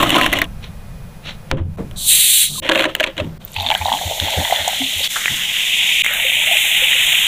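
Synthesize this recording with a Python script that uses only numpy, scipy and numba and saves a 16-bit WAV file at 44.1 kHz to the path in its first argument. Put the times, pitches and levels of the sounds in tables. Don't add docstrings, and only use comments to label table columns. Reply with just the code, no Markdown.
import sys
import numpy as np
from scipy import signal
from scipy.fft import rfft, irfft, next_fast_len
from scipy.io import wavfile
from scipy.ndimage import uniform_filter1d, minimum_filter1d
from numba import njit

SR = 44100
rng = np.random.default_rng(int(sys.argv[2]) if len(sys.argv) > 2 else 0)


def invert_db(x):
    u = np.asarray(x, float) / 20
    return 10 ** u


def inscribe(sig):
    pcm = np.round(np.clip(np.atleast_2d(sig).T, -1, 1) * 32767)
    wavfile.write(sys.argv[1], SR, pcm.astype(np.int16))


N = 320607
TIME = np.arange(N) / SR

# f/Hz, level/dB per Hz
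ROOM_TONE = [(42, 3), (62, -3.5), (95, -2), (190, -2.5), (290, -31.5), (530, -24.5), (10200, -49),
             (16000, -44)]
# f/Hz, level/dB
WHINES = [(2468, -66), (8000, -76), (10002, -66.5)]
# t/s, level/dB
RUMBLE = [(0, -28), (.9, -34), (1.51, -37.5), (1.52, -21.5), (1.76, -32.5), (1.95, -30.5), (2.4, -50.5),
          (2.5, -40), (5.3, -48.5), (7.27, -44)]
# t/s, hold/s, depth/dB, recovery/s
DUCKS = [
    (1.515, .01, -50, 0.089),
    (2.2, 0.25, -21, 0.035),
    (2.69, .55, -1, .08),
]
# t/s, fade-in/s, start level/dB
CUTS = [
    (1.762, 0.013, -27),
    (2.6, 0.024, -85),
    (3.38, 0.027, -28),
    (5.077, 0.031, -17),
    (6.022, 0.015, -67),
]

# f/Hz, width/Hz, level/dB
CUP_BODY = [(308, 56, 6.5), (619, 230, 0.5), (1030, 66, 2), (1270, 8.8, -21)]
# f/Hz, width/Hz, level/dB
BOTTLE_BODY = [(251, 76, -7), (331, 16, 5), (378, 46, -6), (545, 68, 0.5), (940, 140, -12)]
# f/Hz, width/Hz, level/dB
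NECK_BODY = [(328, 19, -0.5), (385, 33, -4), (538, 38, 1.5), (605, 38, -2.5), (945, 180, -12)]
# f/Hz, width/Hz, level/dB
RUB_BODY = [(1940, 590, 5), (2850, 670, 6.5), (3190, 180, -1), (3520, 100, -9)]
# f/Hz, width/Hz, level/dB
THREAD_GAPS = [(3760, 290, -7), (3900, 70, -6), (6240, 190, -3), (7500, 160, 3), (8300, 160, 0),
               (9200, 140, 1.5), (10200, 270, -1), (11070, 140, 1.5), (14000, 250, -3)]
# f/Hz, level/dB per Hz
SKIN_COLOUR = [(300, 1.5), (1000, -2.5), (4000, 7), (6300, -11), (14000, -46)]
# f/Hz, level/dB per Hz
JET_COLOUR = [(1100, -35), (1800, -15), (3750, 1.5), (4500, -4), (5000, -16), (6800, -2), (8300, 6.5),
              (15500, 3)]
# f/Hz, level/dB per Hz
FIZZ_COLOUR = [(1400, -74), (1960, 1.5), (3190, 10), (3700, 7.5), (4680, -36), (7000, -17.5), (10000, -24),
               (13500, -22)]

# t/s, peak level/dB, ring f/Hz, crack level/dB, t60/s
FRUIT_HITS = [(0.001, -9, 1100, -44, 0.068), (0.028, -5, 1012, -13, 0.035), (0.032, -11, 3200, -9, 0.014),
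              (0.059, -12.5, 1270, -25, 0.052), (0.093, -4, 3000, -12, 0.015),
              (0.103, -0.5, 2930, -12, 0.012), (0.124, -15, 775, -25, 0.027),
              (0.142, -3.5, 3060, -35, 0.023), (0.151, -9, 1020, -20, 0.048),
              (0.158, -5.5, 1030, -11, 0.018), (0.164, -3, 3470, -16, 0.014), (0.181, -9, 1270, -14, 0.1),
              (0.2121, 1, 1970, -16, 0.012), (0.231, -4.5, 2850, -24, 0.023),
              (0.262, 1.5, 1790, -16, 0.008), (0.298, -16, 2920, -20, 0.02),
              (0.328, 0.5, 1980, -11.5, 0.013), (0.334, -4.5, 2030, -15, 0.028),
              (0.367, -9, 2920, -18, 0.02), (0.387, -4.5, 2010, -14, 0.014), (0.416, 3, 1950, -16, 0.014),
              (0.441, -15, 2860, -16, 0.016)]
# t/s, hold/s, level/dB, wall boom level/dB, treble level/dB
RATTLE_SPELLS = [(0, 0.034, -18, 0, -5.5), (.06, 0.045, -24, 3, -8), (.125, 0.074, -21, 1.5, -12),
                 (.225, 0.037, -19, 0.5, -13), (.29, 0.016, -39, -4, -14), (.33, 0.045, -21, 0.5, -24),
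                 (.4, 0.066, -32, -6, -17), (1.51, .003, -38, -2, -28), (1.585, 0.0086, -44, -3, -30),
                 (1.785, 0.02, -66, 31, -10), (2.63, 0.06, -24.5, -2, -35), (2.73, 0.072, -22.5, -13, -9),
                 (2.89, .005, -28, -1.5, -32), (2.99, 0.025, -35, 0, -17), (3.07, 0.027, -32.5, -10, -30),
                 (3.19, 0.0036, -27.5, 0, -23), (3.24, 0.025, -50, 9, -3)]
# t/s, hold/s, level/dB
BRUSH_SPELLS = [
    (.64, 0.0055, -31.5),
    (1.262, 0.032, -26.5),
]
# t/s, peak level/dB, ring f/Hz, crack level/dB, body level/dB
TABLE_HITS = [
    (1.5143, -12.5, 2400, -28, -5.5),
    (1.571, -28.5, 3100, -24, 1),
    (1.579, -34, 2800, -26, -3),
    (1.589, -35, 3000, -24, 1),
    (1.783, -34.5, 704, -30, 5),
    (1.911, -24.5, 3070, -8, -12),
]
# t/s, jet level/dB
GAS_FLOW = [(1.96, -52), (1.98, -33), (2.03, -26), (2.09, -11.5), (2.227, -12.5), (2.42, -12), (2.46, -18),
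            (2.49, -32), (2.6, -27)]
# t/s, peak level/dB, ring f/Hz, crack level/dB, body level/dB
CAP_HITS = [(2.69, 3, 2680, -36, -18), (2.6949, 3.5, 3180, -29, -22), (2.713, -5, 1650, -28, -20),
            (2.718, -2, 2700, -33, -17.5), (2.755, -2.5, 2700, -27, -14), (2.748, -7, 3460, -27, -13),
            (2.775, -7, 2600, -21, -22), (2.787, -11, 3300, -20, -18), (2.793, -1, 2100, -23, -16),
            (2.808, -2, 2850, -25, -40), (2.802, -3.5, 2540, -21, -23), (2.821, -7, 2500, -20, -20),
            (2.832, -10, 2650, -21, -32), (2.84, -4, 1640, -22, -17.5), (2.853, -8, 1840, -26, -9.5),
            (2.895, -23.5, 1300, -30, -14), (2.95, -4.5, 3020, -7, -27), (2.963, -21, 2700, -13, -14),
            (2.998, -3, 3220, -26, -21), (3.004, -5, 1690, -17, -21), (3.028, -9.5, 2800, -29, -27),
            (3.036, -9, 2770, -19, -26), (3.04, -3.5, 2620, -28, -19), (3.063, -14, 2570, -27, -27),
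            (3.071, -12, 2640, -33, -13), (3.167, -22, 2900, -17, -22), (3.178, -9, 3320, -29, -17.5),
            (3.199, -11.5, 2640, -36, -14)]
# t/s, peak level/dB, f/Hz
SNAPS = [
    (.2635, -8, 2200),
    (.4175, -5, 2400),
    (2.6918, -4, 2900),
    (2.7192, -6, 2900),
    (2.9521, 1, 2930),
    (3.0055, -3, 2600),
    (3.0412, -2, 3000),
]

# t/s, peak level/dB, ring f/Hz, crack level/dB
ICE_HITS = [(3.5414, -23, 3980, -5), (3.5628, -9, 2630, -20), (3.5987, -5.5, 3700, -23),
            (3.6192, -12, 3750, -17), (3.6630, 1, 3650, -36), (3.606, -8, 4000, -22),
            (3.627, -18, 2590, -20), (3.643, -13, 3220, -22), (3.675, -14, 3300, -25),
            (3.725, -17, 1710, -30), (3.755, -15, 1620, -32), (3.811, -16, 2290, -25),
            (3.875, -17, 3280, -25), (3.891, -17.5, 1800, -25), (3.97, -11, 3100, -25),
            (3.987, -23, 1700, -25), (4.451, -9, 2020, -25), (4.816, -14.5, 2210, -25),
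            (3.6685, -4, 3600, -34), (3.719, -7, 2300, -30), (3.739, -9, 3000, -27),
            (3.819, -14, 2490, -25), (3.6865, -2, 3580, -32), (3.7015, 7, 3170, -30),
            (3.7125, 5, 3220, -36), (3.7494, 5, 3230, -36), (3.8496, -8, 3800, -24),
            (3.8631, -6, 3860, -32), (3.9255, 0.5, 3370, -24), (3.936, -10, 3180, -25),
            (4.281, -10, 3200, -25), (4.304, -11, 3250, -8), (4.611, -18, 1800, -19),
            (4.744, -9, 3200, -25), (4.1989, 5, 3520, -28), (4.4478, -5, 3340, -24),
            (4.5082, -9.5, 2050, -29), (4.56, -1, 3430, -29), (4.6796, -13, 3520, -4),
            (5.257, 11, 2360, -28), (5.2794, -3, 1980, -30), (6.0447, -6, 2110, -10.5),
            (6.0621, 1, 2150, -14), (6.93, -7, 2020, -25)]
# t/s, peak level/dB, f/Hz, t60/s, thud level/dB
GLUGS = [(1.52, -18.5, 152, 0.35, 1.5), (1.523, -22, 525, 0.3, -22), (1.596, -16.5, 87, 0.54, -14),
         (1.79, -22.5, 190.4, 0.31, 5), (1.793, -17, 456, 0.1, -20), (2.491, -30.5, 145.6, 0.93, -3.5),
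         (3.2, -23.5, 88.7, 0.48, 4.5), (3.256, -24.5, 160.3, 0.45, -19), (3.573, -21.5, 90, 0.34, -12),
         (3.805, -20, 84, 0.29, -14), (4.056, -15.5, 85, 0.15, -14.5), (4.217, -14.5, 88, 0.17, -6),
         (4.372, -13, 84, 0.18, -2), (4.6, -25, 84.5, 0.19, -6.5), (4.807, -16, 265, 0.18, -13),
         (4.962, -25.5, 81.5, 0.19, -11), (5.296, -31.5, 142, 0.37, 4.5)]
# t/s, peak level/dB, f/Hz
CLIMBS = [
    (3.66, -29, 194.5),
    (3.92, -25.5, 196),
]
# t/s, peak level/dB, f/Hz
PLOPS = [(2.554, -31, 1220), (2.579, -26, 1030), (3.008, -6.5, 619), (3.197, -15.5, 594), (6.105, -29, 580),
         (6.19, -29, 900), (6.248, -23, 526), (6.47, -26, 634), (6.489, -24, 757), (6.511, -16.5, 683),
         (6.53, -21, 816), (6.55, -25.5, 623), (6.82, -24, 520), (6.95, -32.5, 520)]
# t/s, peak level/dB, f/Hz
GURGLES = [(3.563, -16.5, 890), (3.583, -15.5, 850), (3.605, -16, 820), (3.627, -19, 800),
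           (3.649, -15.5, 837), (3.664, -16, 880), (3.702, -6.5, 836), (3.715, -4.5, 854),
           (3.749, -10, 805), (3.805, -26, 830), (3.812, -11.5, 856), (3.819, -15, 845), (3.855, -5.5, 830),
           (3.863, -10, 790), (3.882, -4, 816), (3.89, -14, 910), (3.917, -1.5, 866), (3.936, -7, 860),
           (3.947, -11, 883), (3.974, -21, 869), (4.012, -13, 730), (4.032, -18, 756), (4.11, -11, 648),
           (4.16, -23, 711), (4.178, -19, 710), (4.217, -22, 907), (4.264, -22, 891), (4.281, -13, 865),
           (4.356, -25, 573), (4.373, -15.5, 517), (4.413, -19, 890), (4.451, -13.5, 920),
           (4.475, -17, 880), (4.498, -14, 710), (4.507, -12, 714), (4.523, 0.5, 728), (4.537, -22, 770),
           (4.561, -27, 754), (4.61, -18, 646), (4.661, -22, 818), (4.676, -5.5, 726), (4.691, -20, 748),
           (4.73, -16.5, 740), (4.798, -29, 738), (4.817, -15.5, 740), (4.991, -26, 816), (5.004, -24, 549)]
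# t/s, peak level/dB, f/Hz
PINGS = [(3.450, -11, 14600), (3.481, -32, 7770), (3.519, -24, 11800), (3.534, -24, 7160),
         (3.626, -19, 13240), (3.778, -16, 11000), (3.741, -21, 12400), (3.925, -23, 9290),
         (4.586, -21, 14000), (4.61, -24, 10500), (4.68, -5, 6960), (4.691, -17, 13500), (4.72, -18, 13500),
         (4.982, -16, 11000), (4.998, -14, 12100), (5.095, -21, 7020), (6.046, -20, 6520),
         (6.138, -9, 12300)]
# t/s, peak level/dB, f/Hz
SQUIRTS = [
    (5.022, -8, 3360),
    (3.9, -11, 3000),
    (5.157, -10, 1500),
]
# t/s, foam level/dB, stream level/dB
POUR = [(3.4, -52, -81), (3.52, -49, -76.5), (3.56, -26, -53), (3.76, -33, -33), (3.9, -26.5, -41),
        (4.17, -26, -46), (4.22, -22.5, -33.5), (4.6, -21.5, -28.5), (4.8, -19.5, -41), (5.07, -20, -43),
        (5.2, -24, -27), (5.45, -19, -32.5), (6.02, -14.5, -39), (6.1, -19.5, -24), (6.3, -16.5, -34),
        (6.55, -13, -30.5), (7.27, -14.5, -29)]
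# t/s, fizz f/Hz, gurgle f/Hz
FILL = [(3.4, 3870, 847), (4.13, 3560, 709), (5.07, 3300, 774), (5.6, 2850, 933), (6.2, 2460, 710),
        (6.53, 2560, 764), (7.27, 2800, 816)]
# start t/s, spray level/dB, spray missing before foam builds level/dB, gurgle level/dB
CUPS = [
    (3.54, -27, -17.5, -36),
    (5.077, -26, 2, -47),
    (6.025, -22.5, -8, -43),
]
FINEST_MIST_DB = [-1, -3.5, 0]


def unit(x):
    return x / np.sqrt(np.mean(x ** 2))


def noise():
    return rng.standard_normal(N)


def band(x, lo_hz, hi_hz):
    return signal.sosfilt(signal.butter(2, [lo_hz, hi_hz], "band", fs=SR, output="sos"), x)


def colour(x, points, lo_hz=0.99, hi_hz=30000.):
    size = next_fast_len(N)
    hz = np.arange(size // 2 + 1) * SR / size + 1
    f, db = np.transpose(points)
    edge = 1 / np.sqrt((1 + (lo_hz / hz) ** 12) * (1 + (hz / hi_hz) ** 12))
    gain = invert_db(np.interp(np.log(hz), np.log(f), db)) * edge
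    return unit(irfft(rfft(x, size) * gain, size)[:N])


def read(table, silent_db=-120):
    s, *columns = np.transpose(table)
    out = np.full((len(columns), N), float(silent_db))
    on = (TIME >= s[0]) & (TIME <= s[-1])
    out[:, on] = [np.interp(TIME[on], s, c) for c in columns]
    return out


def patchy(rate, db):
    k = int(SR / rate)
    steps = np.repeat(rng.standard_normal(N // k + 1), k)[:N]
    return invert_db(db * uniform_filter1d(steps, k))


def grains(rate, spread_db, tail_s):
    clicks = (rng.random(N) < rate / SR) * invert_db(spread_db * rng.exponential(size=N))
    burst = signal.lfilter([1], [1, -np.exp(-1 / (tail_s * SR))], clicks)
    return unit(burst * noise())


def bursts(s, db, tail_s, rise_s):
    envelope = np.zeros(N)
    for start, gain, tail, rise in np.broadcast(s, invert_db(db), tail_s, rise_s):
        first = int(start * SR)
        t = TIME[:min(int(9 * tail * SR) + 9, N - first)]
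        swell = np.minimum(t / rise, 1)
        envelope[first:][:len(t)] += gain * swell * np.exp(-np.maximum(t - rise, 0) / tail)
    return envelope * noise()


def modes(x, peaks):
    return sum(invert_db(db) * signal.lfilter(*signal.iirpeak(f, f / max(w, 10), fs=SR), x) for f, w, db in peaks)


@njit
def ring(s, hz, t60, size, glide, rise):
    out = np.zeros(N)
    for e in range(len(s)):
        i0, n = int(s[e] * SR), int(t60[e] * SR) + 2
        p = np.exp(2j * np.pi * hz[e] / SR - np.log(1000.) / n)
        turn = np.exp(2j * np.pi * hz[e] * glide[e] / SR / n)
        z, push = size[e] + 0j, 1 / (rise * SR + 1)
        for i in range(max(i0, 0), min(i0 + n, N)):
            out[i] += z.imag * min((i - i0 + 1) * push, 1.)
            z *= p
            p *= turn
    return out


def spells(table):
    rise_db_s, fall_db_s = 800, 388
    out = 0
    for s, hold, db, *layers in table:
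        shape_db = np.minimum(rise_db_s * (TIME - s), 0) - fall_db_s * np.maximum(TIME - s - hold, 0)
        out = out + invert_db(db + shape_db) * invert_db(np.array([0, *layers]))[:, None]
    return out


def contact(table, cycles, soft_db=-12):
    s, db, hz = np.transpose(table)[:3]
    return cycles / hz * invert_db(-1.15 * np.maximum(db, soft_db))


def room():
    duck_db = sum(db * (TIME >= s) * np.exp(-np.maximum(TIME - s - hold, 0) / back)
                  for s, hold, db, back in DUCKS)
    whine = sum(invert_db(db + 1) * np.sin(2 * np.pi * f * TIME) for f, db in WHINES) * (TIME < CUTS[1][0])
    hiss = colour(noise(), ROOM_TONE, lo_hz=261) + invert_db(51) * whine
    rumble = invert_db(read(RUMBLE)[0] + 2) * patchy(8, 1.5) * colour(noise(), ROOM_TONE, hi_hz=335)
    return rumble + invert_db(-44 + duck_db) * hiss


def rattle():
    first_scene_ends_s = .455
    rub, boom, treble = spells(RATTLE_SPELLS) * ((TIME < first_scene_ends_s) | (TIME > 1))
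    clicks = grains(3000, 1.1, 0.0014)
    walls = np.where(TIME < 1, unit(modes(clicks, CUP_BODY)), unit(modes(clicks, NECK_BODY)))
    rubbing = colour(modes(clicks, RUB_BODY), [(500, 0), (4000, 0)], hi_hz=3600)
    bright = invert_db(-4) * colour(clicks, FIZZ_COLOUR, lo_hz=5200)
    brush = spells(BRUSH_SPELLS)[0] * colour(grains(1870, 1.5, 0.0028), SKIN_COLOUR)
    return rub * rubbing + boom * walls + treble * bright + brush


def thuds():
    s, db, hz, t60, thud_db = np.transpose(GLUGS)
    return band(bursts(s, db + thud_db + 15.5, 0.13 * t60, 0.014), 42, 255)


def booms(table, body, body_db):
    s, db = np.transpose(table)[:2]
    return modes(bursts(s, db + body_db, 0.016, 0.00059), body)


def knocks(table, t60, tail_db):
    s, db, hz, crack_db = np.transpose(table)[:4]
    t60 = np.clip(t60, .002, .3)
    still = 0 * s
    peak = s + 0.001128
    main = ring(peak, hz, t60, invert_db(db), still, 0.00029)
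    main += ring(peak, 1.16 * hz, 0.89 * t60, invert_db(db - 11), still, 0.00057)
    tick = ring(peak, 1.54 * hz, 0.0036 + still, invert_db(db + 0.5 * crack_db), still, 0.)
    crack = bursts(peak, db + crack_db + 6, 0.045 * t60, 0.0002)
    crack = band(band(crack, 3900, 15000), 3700, 16000)
    scatter = bursts(np.maximum(s - .001, 0), db + tail_db, 0.29 * t60, 0.0029)
    return main + tick + crack + band(band(scatter, 1530, 3900), 810, 10000)


def solids():
    fruit, cap, table = np.transpose(FRUIT_HITS), np.transpose(CAP_HITS), np.transpose(TABLE_HITS)
    thread = knocks(CAP_HITS, contact(CAP_HITS, cycles=17, soft_db=-6.5), tail_db=1)
    hits = knocks(FRUIT_HITS, fruit[-1], tail_db=-4)
    hits += thread - .8 * modes(thread, [(5460, 1400, 0)])
    hits += knocks(ICE_HITS, contact(ICE_HITS, cycles=34.4, soft_db=-2.5), tail_db=-16.5)
    hits += knocks(TABLE_HITS, contact(TABLE_HITS, cycles=4.6), tail_db=-2.5)
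    wall_db = 7 - 17 * np.log2(fruit[2] / CUP_BODY[2][0])
    walls = booms(FRUIT_HITS, CUP_BODY, wall_db)
    walls += booms(CAP_HITS, NECK_BODY, 21 + cap[-1])
    walls += booms(TABLE_HITS, BOTTLE_BODY, 17.5 + table[-1])
    return hits + band(walls, 85, 2300) + rattle()


def snaps():
    flip_s = .00005

    def swing(at, db, f):
        flip = np.tanh((at - TIME) / flip_s)
        return invert_db(db) * flip * np.exp(-2 * np.pi * f * np.abs(TIME - at))

    s, db, hz = np.transpose(SNAPS)
    bare = sum(swing(at, level_db - 14, f) for at, level_db, f in SNAPS)
    slam = swing(1.5143, 6, 1300)
    return ring(s, hz, 3.2 / hz, invert_db(db + 4), 0 * s, 0.) + bare + slam


def gas():
    full_flow_db, roar_lag_s = -11, 0.021
    high_db = read(GAS_FLOW)[0]
    whistle_db = -21.5 + 0.42 * (high_db - full_flow_db) - 99 * (high_db < -99)
    roar_db = -23 + 1.76 * (np.roll(high_db, int(roar_lag_s * SR)) - full_flow_db)
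    jet = noise() * patchy(60, 0.83)
    jet = jet + 0.057 * np.roll(jet, int(0.00099 * SR))
    jet = jet + invert_db(-11.5) * unit(modes(jet, THREAD_GAPS)) * patchy(24.97, 2.9)
    roar = invert_db(roar_db) * colour(jet, JET_COLOUR, hi_hz=2800)
    whistle = invert_db(whistle_db) * colour(jet, JET_COLOUR, lo_hz=3510, hi_hz=5820)
    between = invert_db((whistle_db + roar_db) / 2 - 2.5) * colour(jet, JET_COLOUR, lo_hz=2800, hi_hz=3480)
    return roar + whistle + between + invert_db(high_db) * colour(jet, JET_COLOUR, lo_hz=5940)


def pockets(table, t60, glide, rise_s):
    s, db, hz = np.transpose(table)[:3]
    t60 = np.clip(t60 + 0 * s, .003, .5)
    return ring(s - .5 * rise_s + 0.00187, hz, t60, invert_db(db + 3), glide + 0 * s, rise_s)


def gurgles():
    s, db, hz = np.transpose(GURGLES)
    t60 = 20.2 / hz
    partner = np.transpose([s, db - 14, 1.11 * hz])
    rough = band(bursts(s, db - 1, 0.0053, 0.0019), 640, 910)
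    hum = bursts(s, db + 0.5, 0.014, 0.0036)
    rough += band(band(hum, 640, 980), 610, 1010)
    rings = pockets(GURGLES, t60, glide=0.036, rise_s=0.0022)
    return rings + pockets(partner, 0.47 * t60, glide=0.06, rise_s=0.0019) + rough


def trapped_air():
    air = pockets(PLOPS, contact(PLOPS, cycles=11.8), glide=0.059, rise_s=0.00392)
    pings = np.subtract(PINGS, [.0019, -2, 0])
    air += pockets(pings, t60=0.0025, glide=0.082, rise_s=0.00011)
    air += pockets(CLIMBS, t60=0.2, glide=1.58, rise_s=0.0357)
    air += pockets(GLUGS, np.transpose(GLUGS)[3], glide=0.025, rise_s=0.016)
    return air + gurgles() + thuds()


def squirts():
    tails_s, rises_s = (.02, .002, .015), (.025, .001, .004)
    return sum(modes(bursts([s], db + 8, tail, rise), [(hz, 600, 0)])
               for (s, db, hz), tail, rise in zip(SQUIRTS, tails_s, rises_s))


def bubbles(hz, count, spread, cycles, size_db, glide=0.26):
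    when, detune, length, size = rng.random((count, 4)).T
    s = 3.4 + when * (N / SR - 3.4)
    pitch = hz[(s * SR).astype(int)] * (1 + spread * (detune - .5))
    t60 = cycles * (2.5 + length) / pitch
    return unit(ring(s, pitch, t60, invert_db(size_db * size), glide + 0 * s, 2.06 / hz[-1]))


def foam():
    foam_builds_s, gurgle_rise_s, ice_covered_s = 0.24, 0.031, 4.65
    foam_db, splash_db = read(POUR)
    hz, gurgle_hz = read(FILL)
    cup = np.maximum(np.searchsorted(np.transpose(CUPS)[0], TIME) - 1, 0)
    start, spray_db, missing_db, gurgle_db = np.transpose(CUPS)[:, cup]
    age = TIME - start
    spray_db = np.where(TIME > POUR[0][0], spray_db + missing_db * np.exp(-age / foam_builds_s), -120)
    covered = np.clip((TIME - ice_covered_s) / 0.22, 0, 1) * (TIME < CUPS[1][0])
    gurgle_db = gurgle_db - 25 * np.exp(-np.maximum(age / gurgle_rise_s, -3)) - 14.5 * covered

    big = bubbles(hz, count=9000, spread=0.32, cycles=7, size_db=-3.5)
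    big = colour(big, [(1400, 0), (4200, 0)], lo_hz=1910, hi_hz=5160)
    small = grains(3000, 0.66, 0.01)
    fizz = unit(0.57 * big + colour(small, FIZZ_COLOUR, hi_hz=5500)) * patchy(14, 0.99)
    fizz = fizz * patchy(260, 3.6 * np.clip((4.1 - TIME) / .5, .4, 1))

    mist = grains(5400, 0.82, 0.0077)
    fine = 0.71 * colour(mist, FIZZ_COLOUR, lo_hz=5500, hi_hz=11000) * patchy(9, 1.4)
    finest_gain = 0.56 * invert_db(np.array(FINEST_MIST_DB)[cup])
    finest = finest_gain * colour(mist, FIZZ_COLOUR, lo_hz=11000) * patchy(9, 1.6)
    swell = invert_db(-12.5) * unit(band(noise(), 6190, 7350)) * patchy(4, 3)
    between = invert_db(-10.5) * (TIME < CUTS[-1][0]) * unit(band(mist, 3700, 7040))
    spray = swell + fine + finest + between

    splash = unit(band(band(small, 1620, 3000), 810, 2270)) * patchy(20, 2.1)
    gurgle = bubbles(gurgle_hz, count=2200, spread=.5, cycles=9, size_db=15, glide=.08) * patchy(18, 2.5)
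    water = invert_db(foam_db - 1) * fizz + invert_db(spray_db) * spray
    return water + invert_db(splash_db) * splash + invert_db(gurgle_db) * gurgle


def scene():
    solid = solids()
    solid = solid - .92 * modes(solid, [(4850, 1700, 0)])
    water = foam() + squirts()
    water = water - 0.26 * modes(water, [(4940, 790, 0)])
    mid = room() + solid + snaps() + gas() + trapped_air() + water
    return np.array([mid, mid])


def low_pass(x):
    return signal.sosfilt(signal.butter(12, 16500, fs=SR, output="sos"), x)


def record(dry):
    fade_db = np.zeros(N)
    for s, length, db in CUTS:
        fade_db += db * (TIME >= s) * np.clip(1 - (TIME - s) / length, 0, 1)
    bass = signal.sosfiltfilt(signal.butter(2, 350, fs=SR, output="sos"), dry)
    x = bass + (dry - bass) * invert_db(fade_db)

    ceiling, k = 1.32, int(0.00051 * SR)
    limit = 1 / np.maximum(np.abs(x[0]) / ceiling, 1)
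    x = x * uniform_filter1d(minimum_filter1d(limit, 2 * k), k)

    x = signal.sosfilt(signal.butter(8, 15900, fs=SR, output="sos"), x)
    x = signal.sosfilt(signal.ellip(8, .5, 30, 15500, fs=SR, output="sos"), x)
    side = invert_db(-44) * noise() * uniform_filter1d(np.abs(x[0]), size=400)
    side += invert_db(-62) * colour(noise(), ROOM_TONE, hi_hz=90)
    mix = np.clip(x + np.array([side, -side]), -1, 1)
    return low_pass(mix)


dry = scene()
out = record(dry)
inscribe(out)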